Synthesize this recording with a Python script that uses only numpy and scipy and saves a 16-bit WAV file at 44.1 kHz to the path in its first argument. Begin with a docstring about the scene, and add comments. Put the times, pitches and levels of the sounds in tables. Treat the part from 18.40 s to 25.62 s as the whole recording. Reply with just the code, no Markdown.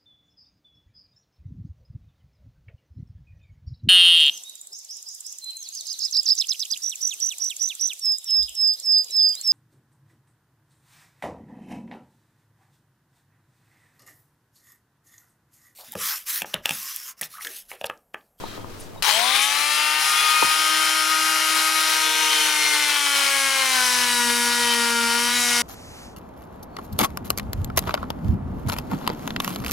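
"""An oscillating multi-tool is switched on and plunged into a deck board, outdoors and close by.
Stroke harmonics make its buzz and hum, noise bursts its rattle and hiss, a high multiple its commutator whine.
As the blade sinks the motor sags, the strokes tighten towards one slap each and the board hums.
A hand knocks on the deck (decaying board modes); filtered noise makes a background that drops at switch-on."""
import sys
import numpy as np
from scipy import signal
from scipy.fft import rfft, irfft, next_fast_len
from scipy.io import wavfile
from scipy.ndimage import uniform_filter1d

SR = 44100
rng = np.random.default_rng(int(sys.argv[2]) if len(sys.argv) > 2 else 0)


def inscribe(sig):
    """Save sig as 16-bit PCM at rate SR to the path in sys.argv[1].

    A 1-D sig is mono; a 2-D sig holds one channel per row.
    Samples are clipped to [-1, 1] before scaling.
    """
    pcm = np.round(np.clip(np.atleast_2d(sig).T, -1, 1) * 32767)
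    wavfile.write(sys.argv[1], SR, pcm.astype(np.int16))


N = 318402
TIME = np.arange(N) / SR  # s

# Levels in the tables are starting points: layer trims, slow wander and panning come on top.
# Background before the start: (time [s], rumble [dB], rustle [dB])
BACKGROUND_LEVEL = [(0, -33.5, -41.5), (.15, -39.5, -41.5), (.2, -36.5, -46.5), (.28, -37, -47.5),
                    (.34, -38.5, -45.5), (.6, -38.5, -50.5)]
# Colour of the background rumble: (frequency [Hz], relative level [dB])
RUMBLE_COLOUR = [(20, 5), (33, -3), (54, -22), (88, 3.5), (125, -7), (350, -5.5), (1000, -14),
                 (2000, -36.5)]
# Colour of the background rustle: (frequency [Hz], relative level [dB])
RUSTLE_COLOUR = [(400, -39), (1100, -1.5), (2200, -7.5), (5000, -11.5), (8000, -17), (15000, -22)]
# Short scrapes and squeaks, and a bird's faint chirp near 3.8 kHz:
# (peak time [s], swell length [s], centre [Hz], width [Hz], level [dB])
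SCRAPES_AND_CHIRP = [(0.11, 0.13, 1255, 41, -49), (0.088, 0.15, 3187, 130, -53),
                     (.09, 0.083, 3962, 500, -48), (.407, .01, 9800, 2000, -42.5),
                     (0.42, 0.045, 5300, 6000, -48), (0.58, 0.014, 3800, 40, -54)]

# Knocks on the deck: (time [s], level [dB], softness, twice the rise time of the push [ms])
KNOCKS = [(0.038, -19.5, 0.16), (.177, -23.5, 0.86), (.194, -28, .15), (0.245, -24, 0.22),
          (0.56, -29, 0.14), (2.024, -6, 0.2), (2.046, -20, 1.3)]
# Modes of the board: (frequency [Hz], relative level [dB], t60 [s])
BOARD_MODES = [(87, -20, 0.6), (134, -19, 0.2), (285, -1.5, 0.073), (370, 0, 0.037), (537, 2, 0.028),
               (670, 5, 0.026), (914, 8.5, 0.033), (1064, 9, 0.018)]

ON_S = .6235  # switch-on, s
FREE_HZ = 315.1  # full speed in the air, strokes per second
# The motor gathers speed in a jerk, a rush and a creep: (still to gain at switch-on [Hz], time constant [s])
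SPIN_UP = [(40.1, .028), (137.03, .221), (25.36, .8)]
# Pressure of the cut: (time [s], stroke rate lost [Hz])
SAG = [(3.4, 0), (3.83, 2.05), (4.15, 10.5), (4.34, 13.5), (4.66, 29.5), (5.18, 47), (5.42, 63),
       (5.86, 75.5), (6.2, 75), (6.38, 78.5), (6.68, 81.5), (6.95, 72), (7.22, 76)]
MAX_STRAIN = 0.39  # limit on the share of full speed still to gain
# Blade depth: (time [s], depth [0 free in the air, 1 teeth biting, 2 buried])
DEPTH = [(3.44, 0.05), (3.53, 0.54), (3.7, .9), (4.1, 1.026), (5.2, 1.41), (5.45, 1.92), (6.87, 1.95),
         (6.93, 1.86)]
# Where the tool stands, narrowed or widened per layer: (time [s], left minus right [dB])
PLACE = [(.7, 10.5), (1.7, 5.5), (7.2, 3.5)]

# The blade is turned towards the listener: (start [s], length [s])
TURN = (1.573, 0.056)
# The hand settles on the deck and couples the tool to it: (start [s], length [s])
BRACE = (1.95, 0.38)
# The blade wedges in the cut and slaps the wood once a stroke: (start [s], length [s])
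WEDGE = (5.37, 0.54)
# The pressure eases and the blade comes loose at once: (start [s], length [s])
RELEASE = (6.88, .05)
SLAP_LOCK = .52  # how far the wedged harmonics fall into step, 0-1
SLAP_SMEAR = .003  # phase lag from the board, cycles per harmonic number squared
WEDGED_BED = .24  # steady noise between the slaps, relative to their mean power

# Rocking tool and board: (stroke harmonic, free [dB], biting [dB], buried [dB],
# gained once turned [dB], gained once braced [dB])
HUM = [(1, -51, -52, -49.5, -4, 6), (2, -50, -52.5, -48.5, -6.5, 8), (3, -35.5, -27, -54, -4, -2.5),
       (4, -35.5, -43.5, -34, 3.5, 0.5)]
# A bearing cage circles at .42 of the shaft speed and, with the catching teeth, puts tones between
# the harmonics: (multiple of shaft speed, free [dB], biting [dB], buried [dB])
CAGE = [(.42, -85, -72.5, -55.5), (0.579, -77.5, -71.5, -62), (1.49, -64, -44, -96),
        (2.58, -47.5, -64, -67), (4.42, -40.5, -44, -82), (4.58, -39, -42, -67)]
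# The circling cage makes strong and weak strokes: (free [share], biting [share], buried [share])
BEAT = (0.21, 0.23, 0.16)
# Deck resonances that the hum glides through: (frequency [Hz], width [Hz], lift [dB])
DECK_MODES = [(230.1, 28.4, 16), (314, 35, 7), (470.6, 26, 13.5), (549, 27, 5.5), (763, 40, 16.5)]
# The same in the body of the tool: (frequency [Hz], width [Hz], lift [dB])
BODY_MODES = [(700, 93, 7.5), (1245, 22.5, 6.8)]

# Buzz of the drive: (stroke harmonic, free [dB], biting [dB], buried [dB]), all relative
BUZZ = [(4.64, -26, -4, -11), (4.85, -8, -7, -13), (5.9, -12, -13, -5.5), (7.1, -14.5, -13.5, -9),
        (8.2, -15.5, -10.5, -9), (8.74, -8, -8.5, -14), (10.16, -14, -13.5, -12), (10.9, -13, -12.5, -14.5),
        (12.3, -15, -9, -10.5), (12.93, -13, -20, -13), (14, -22, -15, -17), (15.2, -10, -20, -10.5),
        (16, -8.5, -20, -10), (17, -10.5, -11, -22), (18.3, -9, -14.5, -22), (18.3, -14.5, -10, -9.5),
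        (20.8, -16, -21, -12.5), (23.1, -17, -21, -10), (25.2, -21, -22, -16.5), (30, -17, -22, -19),
        (32.7, -12.5, -25, -19), (38, -22, -22, -21), (44.5, -26, -48, -15), (47, -45, -50, -20),
        (58.3, -49, -49, -48)]
# High ring of the buried blade: (frequency [Hz], width [Hz], lift [dB])
BURIED_MODES = [(10440, 290, 7)]
# One harmonic catches a resonance and sings, or slips off it and drops out:
# (start [s], end [s], stroke harmonic, lift [dB])
SINGS = [(.95, 1.12, 11, 5), (.97, 1.602, 9, 4.5), (0.996, 1.273, 8, 6.5), (.98, 1.142, 13, 8),
         (1.134, 1.576, 4, 4), (1.137, 1.25, 14, 7.5), (1.257, 1.56, 11, 6), (1.3, 1.46, 16, 8),
         (1.504, 1.783, 6, 3), (1.69, 1.95, 4, 3.5), (1.72, 2.147, 8, 12), (1.74, 1.934, 11, 11),
         (1.896, 2.618, 10, 6.5), (2.1, 2.398, 11, 7.5), (2.2, 2.45, 17, 3), (3.605, 3.82, 11, 7),
         (3.88, 4.05, 10, 7.5), (4.14, 4.477, 7, 9), (4.22, 4.38, 14, 5), (4.5, 4.803, 11, 8),
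         (4.705, 5.266, 2, 6), (4.7, 5.277, 8, 4), (4.875, 5.2, 6, 5), (5.315, 5.46, 6, 7),
         (6.2, 6.48, 8, 3), (6.24, 6.356, 13, 9), (6.4, 6.76, 6, 1.5), (6.897, 7.2, 13, 3),
         (6.915, 7.3, 4, -7), (6.933, 7.25, 9, 6.5), (6.995, 7.3, 3, 7)]
CATCH_S = 0.08  # time to catch a resonance or let it go, s
HUM_DRIFT_DB, BUZZ_WANDER_DB = .8, 1.2  # slow wander of each harmonic, dB

# Rattle colour of the housing: (frequency [Hz], relative level [dB])
HOUSING = [(60, -37), (200, -20), (310, -18), (470, -8.5), (610, -11), (800, -1), (1200, 1), (2200, -2.5),
           (3600, 0.5), (5000, -2), (6200, -7.5), (8000, -15)]
# Housing resonances: (frequency [Hz], width [Hz], lift [dB])
HOUSING_MODES = [(710, 120, -3), (1409, 44, 3.5), (3876, 47, 6.5), (2250, 650, 4), (3057, 120, 5),
                 (4190, 117, 6)]
# Hiss of blade and cooling air: (frequency [Hz], relative level [dB])
HISS = [(3500, -29), (5000, 0.5), (6000, -0.5), (7700, -1.5), (9300, 0), (10600, 1), (12000, -6.5),
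        (14000, -11), (16000, -26)]
# Blade resonances: (frequency [Hz], width [Hz], lift [dB])
BLADE_MODES = [(6020, 33, 7), (8550, 120, 7), (12500, 110, 3)]
# The wood damps some blade rings and brings out others:
# (frequency [Hz], width [Hz], free [dB], biting [dB], buried [dB])
GRIP_RINGS = [(2206, 920, -30, -30, -41.5), (2970, 200, -40, -33, -39), (4224, 200, -39, -34, -51),
              (6020, 81, -51, -33, -81), (10300, 570, -42, -60, -43)]
# Changing speed and grip make tool and blade shudder:
# (peak time [s], swell length [s], centre [Hz], width [Hz], level [dB])
SHUDDERS = [(.65, 0.02, 1180, 160, -28), (.68, 0.032, 880, 110, -25.5), (.712, 0.02, 1050, 110, -29),
            (.755, 0.039, 3130, 220, -24.5), (.95, 0.15, 3560, 700, -25.5), (.98, 0.068, 2350, 345, -26),
            (1.1, 0.043, 6020, 70, -33), (4.91, 0.088, 2250, 200, -28.5), (5.51, 0.13, 5400, 1000, -28),
            (7.06, 0.14, 7000, 700, -32), (7.16, 0.097, 5500, 600, -30)]
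# Resonances that the commutator whine glides through: (frequency [Hz], width [Hz], lift [dB])
WHINE_MODES = [(9870, 140, 13), (10700, 700, -3), (10900, 330, 7)]
WHINE_ORDER, TOP_ORDER = 36, 62  # multiple of shaft speed; the buzz stops below the second
TOP_HZ = 15900  # upper edge of the sound, Hz

# Buzz level: (free [dB], biting [dB], buried [dB], gained per unit of strain [dB], gained once turned [dB])
BUZZ_LEVEL = (-25.5, -26, -24.5, -62, -0.5)
# Rattle level: (free [dB], biting [dB], buried [dB], per unit of strain [dB], once turned [dB])
RATTLE_LEVEL = (-29, -28.5, -30, 25, 2.5)
# Hiss level: (free [dB], biting [dB], buried [dB], per unit of strain [dB], once turned [dB])
HISS_LEVEL = (-33.5, -32, -33, 16, 3)
# Whine level: (free [dB], biting [dB], buried [dB], per unit of strain [dB], once turned [dB])
WHINE_LEVEL = (-46.5, -48.5, -60, 39, 8)
# Bouts of blade chatter: (peak time [s], swell length [s], more buzz [dB], more rattle [dB], more hiss [dB])
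CHATTER = [(0.963, 0.018, 8, 2, 5), (1.035, 0.034, 5.5, -10, 7.5), (1.302, 0.24, 0.5, -1, 3),
           (1.687, 0.046, 1, 1, 2), (1.8, 0.033, 1, 3, 1), (4.812, 0.12, -0.5, 1.5, 2.5),
           (5.46, 0.2, 0, 4, 3), (5.93, 0.29, 0, 0, 3.5), (7.135, 0.24, -0.5, 0.5, 4.5)]


def undb(db):
    """Decibels to gain."""
    return 10 ** (np.asarray(db) / 20)


def curves(table):
    """Each column of a table of times, joined by straight lines."""
    s, *columns = np.transpose(table)
    return [np.interp(TIME, s, column) for column in columns]


def unit(x):
    """Scale to rms 1."""
    return x / np.sqrt(np.mean(x ** 2))


def lift(f, modes):
    """dB that a set of resonances adds at frequency f."""
    return sum(db / (1 + (2 * (f - centre) / width) ** 2) for centre, width, db in modes)


def colour(x, points, modes=()):
    """Filter by a smooth spectrum with resonances on top; rms 1."""
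    size = next_fast_len(N, real=True)
    f = np.maximum(np.arange(size // 2 + 1) * SR / size, 1)
    hz, db = np.transpose(points)
    shape_db = np.interp(np.log(f), np.log(hz), db) + lift(f, modes)
    return unit(irfft(rfft(x, size) * undb(shape_db), size)[..., :N])


def walk(rate):
    """Random wander with a spread near 1, taking a new heading rate times a second."""
    knots = rng.standard_normal(4096)
    # the root makes up for the spread lost between knots
    return np.interp(TIME * rate, np.arange(len(knots)), knots) * np.sqrt(3 / 2)


def spread(x, pan_db):
    """Place a sound between left and right, keeping the mean of both gains."""
    right = 2 / (1 + undb(pan_db))
    return x * np.vstack([2 - right, right])


def pair(apart):
    """Left and right noise that is partly unrelated."""
    mid, side = rng.standard_normal((2, N))
    return np.array([mid + apart * side, mid - apart * side])


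def swell(s, length):
    """A bell that peaks at time s and falls to 1/e one length away."""
    return np.exp(-np.minimum(((TIME - s) / length) ** 2, 50))


def rings(table):
    """Resonant bands of noise that swell and die."""
    out = np.zeros(N)
    for s, length, hz, width, db in table:
        ring = signal.lfilter(*signal.iirpeak(hz, hz / width, SR), rng.standard_normal(N))
        ring = signal.lfilter(*signal.iirpeak(hz, hz / width / 2, SR), ring)
        out += unit(ring) * undb(db) * swell(s, length)
    return out


def move(start, length):
    """A move of the hand, from 0 before it to 1 after."""
    return np.clip((TIME - start) / length, 0, 1)


def background(rumble_db=-1, rustle_db=0, after_db=-29):
    """Low rumble, rustle, short scrapes and a faint chirp, all filtered noise, turned down as the tool starts."""
    low_db, high_db = curves(BACKGROUND_LEVEL)
    rumble = colour(pair(0.78), RUMBLE_COLOUR) * undb(low_db + rumble_db)
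    crackle = pair(0.85) * undb(1.1 * walk(143))
    rustle = colour(crackle, RUSTLE_COLOUR) * undb(high_db + rustle_db)
    drop_db = np.interp(TIME, [ON_S, ON_S + 0.058], [0, after_db])
    return spread(rumble + rustle + rings(SCRAPES_AND_CHIRP), 2.4) * undb(drop_db)


def knocks(pan_db=3, skew=1.64, shiver=0.46):
    """Blows ring the board, each mode differently at each ear; a softer blow leaves only the low modes."""
    out, t = np.zeros((2, N)), TIME[:SR // 2]
    bass_cut = signal.butter(2, 215, "high", fs=SR, output="sos")
    for s, db, soft_ms in KNOCKS:
        ring = 0
        for hz, mode_db, t60 in BOARD_MODES:
            ear_phase = skew * rng.standard_normal((2, 1))
            decay = np.exp(-np.log(1000) * t / t60)
            ring = ring + undb(mode_db) * np.sin(2 * np.pi * hz * t + ear_phase) * decay
        # the loose board shivers on its joists
        ring *= 1 + shiver * walk(171)[:len(t)]
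        push = t * np.exp(-t * 2000 / soft_ms)
        blow = signal.fftconvolve(ring, push[None])[:, :len(t)]
        # a narrow plank radiates little bass
        blow = signal.sosfilt(bass_cut, blow)
        start = int(s * SR)
        out[:, start:start + len(t)] += undb(db) * blow / np.abs(blow).max()
    return spread(out, pan_db)


def motor():
    """Strokes per second, and the strain: the share of full speed still to gain in the spin-up, limited."""
    age = np.maximum(TIME - ON_S, 0)
    short_hz = sum(gain * np.exp(-age / lag) for gain, lag in SPIN_UP)
    return FREE_HZ - short_hz - curves(SAG)[0], np.minimum(short_hz / FREE_HZ, MAX_STRAIN)


def by_depth(depth, db):
    """Blend the free, biting and buried values."""
    return np.interp(depth, np.arange(len(db)), db)


def effort(depth, strain):
    """dB of buzz, rattle, hiss and whine, from depth of cut, spin-up strain, the turn and the chatter."""
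    turned = move(*TURN)
    levels = [by_depth(depth, db) + strain_db * strain + turn_db * turned
              for *db, strain_db, turn_db in (BUZZ_LEVEL, RATTLE_LEVEL, HISS_LEVEL, WHINE_LEVEL)]
    for s, length, *more_db in CHATTER:
        bout = swell(s, length)
        for layer, db in enumerate(more_db):
            levels[layer] += db * bout
    return levels


def wedged():
    """Rises to 1 as the blade wedges in the cut, and drops to 0 as it comes loose."""
    return move(*WEDGE) - move(*RELEASE)


def sing(k):
    """dB that stroke harmonic k gains or loses as it catches a resonance or slips off it."""
    return sum(db * (move(start - CATCH_S / 2, CATCH_S) - move(end - CATCH_S / 2, CATCH_S))
               for start, end, order, db in SINGS if round(order) == k)


def partial(turns, order, lead=0):
    """A sine at a multiple of shaft speed, left ear ahead by lead radians; wedging pulls it towards step."""
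    start = rng.uniform(-np.pi, np.pi) * (1 - SLAP_LOCK * wedged())
    start = start - 2 * np.pi * SLAP_SMEAR * order ** 2
    angle = 2 * np.pi * (order * turns % 1) + start + lead * np.array([[.5], [-.5]])
    return np.sqrt(2) * np.sin(angle.astype(np.float32))


def rattle(turns, scatter_db, fade_s, slop=.12, bed=0.3, return_db=-8.7, wedged_slop=0.047, wedged_return_db=-12):
    """Envelope of uneven strikes at both ends of each stroke, dying exponentially; wedging steadies them."""
    tight = wedged()
    count = np.arange(2 * int(turns[-1])) / 2  # strokes, in halves
    timing, force = rng.standard_normal((len(count), 2)).T
    held = np.interp(count, turns, tight)
    struck = count + np.interp(held, [0, 1], [slop, wedged_slop]) * timing
    at = np.interp(struck, turns, np.arange(N)).astype(int)
    # the return half of the stroke strikes more weakly
    back_db = np.interp(held, [0, 1], [return_db, wedged_return_db]) * (count % 1 > 0)
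    strikes = np.zeros(N)
    strikes[at] = undb(scatter_db * np.minimum(force, 1.3) + back_db) ** 2
    power = signal.lfilter([1], [1, -np.exp(-1 / (fade_s * SR))], strikes)
    return np.sqrt(np.interp(tight, [0, 1], [bed, WEDGED_BED]) + power / power.mean())


def clatter(strikes, level_db):
    """The strikes shake noise through the resonances of the housing."""
    return colour(pair(0.54) * strikes, HOUSING, HOUSING_MODES) * undb(level_db + 0.06 + 1.46 * walk(30))


def blade_hiss(strikes, level_db):
    """Blade and cooling air: high noise pulsed by the strikes, with the blade's resonances."""
    return colour(pair(0.42) * strikes, HISS, BLADE_MODES) * undb(level_db + 1.23 + 0.72 * walk(18))


def grip_rings(strikes, depth):
    """The strikes ring the blade; which rings last depends on how deep the wood holds it."""
    out, source = 0, pair(0.15) * strikes
    for hz, width, *db in GRIP_RINGS:
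        band = signal.iirpeak(hz, hz / width / 1.2, SR)
        ring = signal.lfilter(*band, signal.lfilter(*band, source))
        out = out + unit(ring) * undb(by_depth(depth, db))
    return out


def commutator_whine(turns, hz, level_db):
    """Brushes on the commutator sing at a high multiple of shaft speed, unsteady in pitch and level."""
    # the brushes bounce most while the motor is still gathering speed
    bounce = np.interp(TIME, [1, 1.8], [2, 1])
    tone = partial(turns + .002 * bounce * walk(250), WHINE_ORDER)
    tone = tone * undb(2 * bounce * (walk(40) - .3))
    return tone * undb(level_db + lift(WHINE_ORDER * hz, WHINE_MODES))


def hum(turns, hz, depth, pan_db, waver_db=1.36, low_pan=0.77, cage_waver_db=3.5, cage_pan_db=8):
    """Tool and board rock at the lowest stroke harmonics, with the bearing cage's tones between them."""
    # the board bends in another shape as the speed falls, which turns the fundamental between the ears
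    leads = [np.interp(hz, [240, 295], [-.6, 1.15]), 0, .3, -.3]  # radians
    turned, braced = move(*TURN), move(*BRACE)
    out = 0
    for (order, *db, turn_db, brace_db), lead in zip(HUM, leads):
        k = round(order)
        level = by_depth(depth, db) + lift(k * hz, BODY_MODES) + turned * turn_db + sing(k)
        level += braced * (brace_db + lift(k * hz, DECK_MODES))
        tone = partial(turns, k, lead) * undb(level + waver_db * walk(25) + HUM_DRIFT_DB * walk(4.6))
        out = out + spread(tone, pan_db * (low_pan if k <= 2 else 1.5))
    for order, *db in CAGE:
        tone = partial(turns + 0.031 * walk(30), order)
        tone = tone * undb(by_depth(depth, db) + cage_waver_db * walk(12))
        out = out + spread(tone, cage_pan_db)
    # a slow drive hardly shakes the tool
    return out * undb(np.interp(hz, [170, 222], [-20, 0]))


def buzz(turns, hz, depth, pan_db, flutter_db=1.36, ring=0.99, uneven_db=0.5, slack=0.0024, skew=0.3, shade_db=-8):
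    """The repeating part of each stroke; harmonics swell as they glide over housing and blade resonances."""
    orders, free_db, biting_db, buried_db = np.transpose(BUZZ)
    grid = np.linspace(0, TOP_HZ, 2000)
    resonance_db = ring * lift(grid, HOUSING_MODES + BLADE_MODES)
    free, buried = np.clip(1 - depth, 0, 1), np.clip(depth - 1, 0, 1)
    # a free blade flutters and blurs the high harmonics; deep in the wood it is held steady
    flutter = slack * (1 - buried)
    # until the blade is turned, the body of the tool shades its high harmonics
    shade = shade_db * (1 - move(*TURN))
    out, power = np.zeros((2, N)), 0
    for k in range(len(HUM) + 1, TOP_ORDER):
        # in the air the colour stays where it is at full speed, and the rising harmonics slide through it
        db = free * np.interp(k * hz / hz.max(), orders, free_db)
        db += (1 - free - buried) * np.interp(k, orders, biting_db)
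        db += buried * np.interp(k, orders, buried_db)
        db += shade * np.interp(k, [15.5, 18], [0, 1])
        db += np.interp(k * hz, grid, resonance_db) + buried * lift(k * hz, BURIED_MODES)
        db += BUZZ_WANDER_DB * walk(6) + flutter_db * walk(40)
        gain = undb(db) * (k * hz < TOP_HZ)
        power = power + gain ** 2
        tone = partial(turns + flutter * walk(400), k, skew * rng.standard_normal())
        tone = tone * (gain * undb(sing(k)))
        # low harmonics lean to one side, high ones sit near the middle
        out += spread(tone, pan_db * np.interp(k, [8, 30], [1.15, .1]))
    beat = 1 + by_depth(depth, BEAT) * np.sin(2 * np.pi * CAGE[0][0] * turns)
    strength = beat * undb(uneven_db * walk(250))
    # even out the slow changes of summed power, leaving the loudness to the layer level and the singing
    return out * strength / np.sqrt(uniform_filter1d(power, SR // 8))


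def tool(buzz_db=1.6, shake=0.00059):
    """The whole running tool: one unsteady shaft drives every layer from switch-on."""
    hz, strain = motor()
    (depth,), (pan_db,) = map(curves, (DEPTH, PLACE))
    stroke_db, loose_db, bright_db, commutator_db = effort(depth, strain)
    turns = np.cumsum(hz) / SR + shake * walk(45)
    strikes = rattle(turns, scatter_db=0.7, fade_s=0.0014)
    # the slack in the drive is taken up with a jolt at switch-on
    age = np.maximum(TIME - ON_S, 0)
    strikes = strikes * (1 + np.exp(-age / 0.0023))
    out = hum(turns, hz, depth, pan_db)
    out = out + buzz(turns, hz, depth, pan_db) * undb(stroke_db + buzz_db)
    out += spread(clatter(strikes, loose_db) + rings(SHUDDERS), 1.17 * pan_db)
    high = blade_hiss(strikes, bright_db) + commutator_whine(turns, hz, commutator_db)
    out += spread(high, 0.3 * pan_db)
    out += spread(grip_rings(strikes, depth), 0.83 * pan_db)
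    return out * np.minimum(age / 0.00024, 1)


def scene():
    """Background, knocked deck and tool in the open air."""
    return background() + knocks() + tool()


def record(dry):
    """Round the loudest peaks softly and cut the top steeply."""
    return signal.sosfilt(signal.ellip(10, .2, 80, TOP_HZ, fs=SR, output="sos"), np.tanh(dry))


dry = scene()
out = record(dry)
inscribe(out)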